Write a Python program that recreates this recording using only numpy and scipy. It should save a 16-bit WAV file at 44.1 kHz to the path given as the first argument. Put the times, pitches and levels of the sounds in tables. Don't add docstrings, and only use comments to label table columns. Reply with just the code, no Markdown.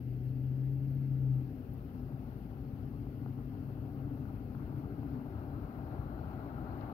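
import sys
import numpy as np
from scipy import signal
from scipy.io import wavfile
from scipy.ndimage import uniform_filter1d

SR = 44100
rng = np.random.default_rng(int(sys.argv[2]) if len(sys.argv) > 2 else 0)


def materialize(psi):
    bounded = np.clip(np.atleast_2d(psi).T, -1, 1)
    quanta = np.round(bounded * 32767).astype(np.int16)
    wavfile.write(sys.argv[1], SR, quanta)


N = 305613

# frequency in Hz, likeness of road sound 0-1, lead of the left in radians.
PORTS = [(35, .88, -.1), (130, .985, .05), (350, .96, .3), (560, .85, 1.1), (780, .86, .7), (1030, .6, 2.4),
         (1550, .68, 2.1), (2150, .4, 5.6), (3000, .3, 7.3), (4300, .2, 10.5)]
# frequency in Hz, left over right in dB.
LEFT_OVER_RIGHT_DB = [(270, 6), (430, 4.5), (620, 8.5), (900, 4), (1050, 4), (1250, 11), (1400, 13.5),
                      (1800, 7), (2200, 13), (3650, 6), (4300, 11.5), (6400, 6), (9100, 3), (15000, 2)]

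# start in s, time of top speed in s, end in s, cycles per s at start, top and end,
# offset of the uneven-cylinder tones in dB at start, top and end.
GEARS = [(0, .95, 1.6, 15.45, 16.85, 15.8, -53, -52, -51.5),
         (1.7, 5.2, 6.93, 11.75, 14.1, 13.7, -54, -50, -61.5)]
# time in s, amplitude before port balance and end fades in dB.
BOOM = [
    [(0, -43), (.07, -36), (.74, -30.5), (.775, -34), (1.01, -31.5), (1.075, -34), (1.13, -29),
     (1.18, -31.5), (1.315, -26), (1.38, -29.5), (1.42, -36.5), (1.5, -40), (1.58, -63)],
    [(2.3, -62), (3.1, -47.5), (5.5, -49), (6.3, -70)],
]
MULTIPLES = [4, 9, 10, 11, 12, 15, 16, 17, 18, 19, 20, 21, 22]
MULTIPLE_DB = [-8., -13., -2., -4., -13., -11., -7., -4., -11., -5., -8., -8., -7.]
# frequency in Hz, width in Hz, peak in dB.
PIPE = [(132, 18, 10.), (253, 16, 8.), (284, 26, 8.)]
FIRINGS_PER_CYCLE = 8
EASE_POWER = 1.4

# frequency in Hz, one-pole width in Hz, rms of the port mean in dB.
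HUMS = [(250.8, 4.8, -59.), (201.6, 16, -66), (56, 14, -53)]

# frequency in Hz, relative density in dB per Hz.
RUMBLE = [(15, -45), (30, -24), (46, -6.5), (60, 1.5), (105, 5), (135, 2), (170, -1.5), (225, -2.5),
          (280, -2.5), (330, -11), (390, -7), (480, -14.5), (780, -26), (1000, -47.5), (1500, -71.5)]
RUMBLE_START_DB, RUMBLE_DB_PER_S = -46, 0.4732

# frequency in Hz, relative density in dB per Hz.
ROAR = [(180, -28), (300, -2), (322, 8.5), (453, -21.5), (587, -3.5), (717, -6.5), (788, -5), (1020, -9.5),
        (1420, -14), (1900, -27.5), (2590, -36), (3510, -42), (4140, -35), (5000, -55), (6500, -82.5),
        (11000, -120)]
# frequency in Hz, one-pole width in Hz, rms relative to the roar noise in dB.
WHINE = (778, 65, -10.)
# centre in s, half width in s (to 1/e of the dB), rise in dB.
ROAR_SWELL = (2.04, .7, 3.5)
ROAR_START_DB, ROAR_DB_PER_S, ROAR_DB_PER_S2 = -70, 1.8866, 0.1551

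# frequency in Hz, relative density in dB per Hz.
WASH = [(410, -32.5), (700, -2.5), (968, -22.5), (1050, -16), (1650, -6.5), (2080, -9), (2310, -13),
        (2660, -8.5), (3880, -19.5), (4360, -16.5), (4900, -18), (7810, -31), (9620, -25.5), (12500, -11),
        (15500, -13)]
WASH_DB = -71.5

# time in s, blow level before mode gains in dB, extra on the top mode in dB.
POPS = [(2.121, -48, -7), (3.067, -44.5, -15), (3.26, -40, -8), (3.387, -44.5, -12), (3.889, -46, -16),
        (4.253, -45, -7), (4.549, -43, -4), (4.741, -59, -14), (5.03, -39.5, -22), (5.788, -43, -19),
        (6.391, -39, -17)]
# frequency in Hz, gain in dB, t60 in s.
POP_RING = [(420, 2., .014), (770, 0., .022), (1350, 4., .012)]

# time in s, peak before pan in dB, left over right in dB, low edge in Hz, high edge in Hz,
# t60 of the noise envelope in s.
TICKS = [(0.949, -60, -7, 12000, 15700, 0.0077), (1.5928, -58, 0, 12000, 15600, .007),
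         (1.7364, -53, 12, 12000, 15600, .007), (1.7794, -57, 4.5, 12000, 15600, .007),
         (3.7393, -64, -9, 12000, 15600, .007), (6.81, -63, 20, 2500, 4720, .02)]

EDGE_HZ, FADE_S = 15700, .004


def gain_of(db):
    return 10 ** (np.asarray(db) / 20)


def evened(x):
    return x / np.sqrt(np.mean(x ** 2) + 1e-20)


def read(points, hz, axis=1):
    columns = np.transpose(points)
    return np.interp(np.log(hz + 1), np.log(columns[0] + 1), columns[axis])


def drift(t, fastest_hz, count=24):
    hz = np.geomspace(fastest_hz / 8, fastest_hz, count)
    return evened(sum(np.sin(2 * np.pi * (f * t + rng.random())) / np.sqrt(f) for f in hz))


def through_ports(x, hz):
    lead_rad = read(PORTS, hz, axis=2)
    lean = gain_of(read(LEFT_OVER_RIGHT_DB, hz) / 2)
    return np.array([lean * x.real, (x * np.exp(-1j * lead_rad)).real / lean])


def noise(spectrum, patchy_db, flicker_db, likeness, size=2048):
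    hop = size // 4
    frames, hz = N // hop + 5, np.fft.rfftfreq(size, 1 / SR)
    a, b, c, d, patches = rng.standard_normal((frames, len(hz), 5)).T
    patches = uniform_filter1d(patches, size=size // 100, axis=0)
    patches = evened(uniform_filter1d(patches, size=5, axis=1))
    flicker = drift(np.arange(frames) * hop / SR, 15)

    same = np.clip(likeness * read(PORTS, hz), 0, 1)[:, None]
    lag = np.exp(-1j * read(PORTS, hz, axis=2))[:, None]
    left = a + 1j * b
    right = same * left * lag + np.sqrt(1 - same ** 2) * (c + 1j * d)
    lean = gain_of(read(LEFT_OVER_RIGHT_DB, hz) / 2)[:, None]

    level_db = read(spectrum, hz)[:, None] + patchy_db * patches + flicker_db * flicker
    spectra = np.array([left * lean, right / lean]) * gain_of(level_db)
    out = signal.istft(spectra, nperseg=size, noverlap=size - hop)[1][:, :N]
    return out / np.sqrt(np.mean(out.mean(0) ** 2))


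def fuzzy_tone(hz, width_hz, db):
    slow = rng.standard_normal(N) + 1j * rng.standard_normal(N)
    r = np.exp(-np.pi * width_hz / SR)
    for _ in range(2):
        slow = signal.lfilter([1 - r], [1, -r], slow)
    carrier = np.exp(2j * np.pi * hz * np.arange(N) / SR)
    tone = through_ports(slow * carrier, hz)
    return gain_of(db) * tone / np.sqrt(np.mean(tone.mean(0) ** 2))


def pipe_gain(hz):
    power = 0.21 * (hz < 320)
    for f, width_hz, peak_db in PIPE:
        power = power + gain_of(peak_db) ** 2 / (1 + (2 * (hz - f) / width_hz) ** 2) ** 2
    return np.sqrt(power)


def engine(gear, boom, waver_db, slip_rad, fade_s=0.11):
    s0, top_s, s1, start_hz, top_hz, end_hz, *uneven_db = gear
    start = max(round((s0 - fade_s) * SR), 0)
    t = np.arange(start, min(round((s1 + fade_s) * SR), N)) / SR
    coarse = t[::256]

    before = np.maximum(top_s - t, 0) / (top_s - s0)
    after = np.maximum(t - top_s, 0) / (s1 - top_s)
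    cycle_hz = top_hz - (top_hz - start_hz) * before ** EASE_POWER - (top_hz - end_hz) * after ** EASE_POWER
    turns = np.cumsum(cycle_hz) / SR
    running = np.interp(t, [s0 - fade_s, s0, s1, s1 + fade_s], [0, 1, 1, 0])

    def heard(multiple, level, wander_rad):
        phase = 2 * np.pi * (multiple * turns + rng.random()) + np.interp(t, coarse, wander_rad)
        return np.interp(t, coarse, level) * through_ports(np.exp(1j * phase), multiple * cycle_hz.mean())

    boom_level = gain_of(np.interp(coarse, *np.transpose(boom)))
    tones = heard(FIRINGS_PER_CYCLE, boom_level, slip_rad * drift(coarse, 5.1))
    for multiple, db in zip(MULTIPLES, MULTIPLE_DB):
        pipe = pipe_gain(multiple * cycle_hz[::256])
        level_db = db + np.interp(coarse, [s0, top_s, s1], uneven_db) + waver_db * drift(coarse, 8)
        tones += heard(multiple, pipe * gain_of(level_db), 2 * slip_rad * drift(coarse, 6))
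    return np.pad(tones * running, ((0, 0), (start, N - start - len(t))))


def town_hums():
    return sum(fuzzy_tone(*row) for row in HUMS)


def far_traffic():
    t = np.arange(N) / SR
    rumble = noise(RUMBLE, patchy_db=0.38, flicker_db=0.15, likeness=1.0, size=4096)
    return gain_of(RUMBLE_START_DB + RUMBLE_DB_PER_S * t) * rumble


def nearing():
    t = np.arange(N) / SR
    centre_s, half_width_s, swell_db = ROAR_SWELL
    swell = swell_db * np.exp(-((t - centre_s) / half_width_s) ** 2)
    return gain_of(ROAR_START_DB + ROAR_DB_PER_S * t + ROAR_DB_PER_S2 * t ** 2 + swell)


def tyres():
    roar = noise(ROAR, patchy_db=1.73, flicker_db=.5, likeness=0.85, size=1024)
    return nearing() * (roar + fuzzy_tone(*WHINE))


def town_wash():
    return gain_of(WASH_DB) * noise(WASH, patchy_db=1.5, flicker_db=0.3, likeness=0.27, size=1024)


def pops(small_per_s, small_db, small_bright_db):
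    t = np.arange(2000) / SR
    soft_start = np.sin(np.pi / 2 * np.minimum(t / .0018, 1)) ** 2
    struck = rng.random(N) < small_per_s / SR
    spread_db = 2.4 * np.minimum(rng.exponential(1, N), 3)
    small = struck * gain_of(small_db + spread_db) * nearing()

    out = np.zeros((2, N))
    for hz, db, t60_s in POP_RING:
        top = hz > 1000
        blows = small * rng.uniform(-1.5, 1, N) * gain_of(top * small_bright_db)
        for s, blow_db, bright_db in POPS:
            blows[round(s * SR)] = gain_of(blow_db + top * bright_db)
        ring = -1j * gain_of(db - 60 * t / t60_s) * np.exp(2j * np.pi * hz * t) * soft_start
        out += through_ports(signal.oaconvolve(blows, ring)[:N], hz)
    return out


def ticks():
    size = 400
    out, t = np.zeros((2, N + size)), np.arange(size) / SR
    for s, db, pan_db, low_hz, high_hz, t60_s in TICKS:
        band = signal.butter(4, [low_hz, high_hz], "bandpass", fs=SR, output="sos")
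        burst = signal.sosfilt(band, rng.standard_normal((2, size)) * gain_of(-60 * t / t60_s))
        burst /= abs(burst).max(axis=1, keepdims=True)
        out[:, round(s * SR):][:, :size] += gain_of(db) * burst * gain_of([[pan_db / 2], [-pan_db / 2]])
    return out[:, :N]


def scene():
    low_gear = engine(GEARS[0], BOOM[0], waver_db=2., slip_rad=.1)
    high_gear = engine(GEARS[1], BOOM[1], waver_db=2.5, slip_rad=.15)
    town = town_hums() + town_wash()
    road = far_traffic() + tyres() + pops(small_per_s=27, small_db=-5.5, small_bright_db=-10.5)
    return low_gear + high_gear + town + road + ticks()


def record(dry):
    t = np.arange(N) / SR
    faded = dry * np.minimum(np.minimum(t, t[::-1]) / FADE_S, 1)
    low_pass = signal.firwin(511, EDGE_HZ, window=("kaiser", 9), fs=SR)
    return signal.oaconvolve(faded, low_pass[None], "same")


dry = scene()
out = record(dry)
materialize(out)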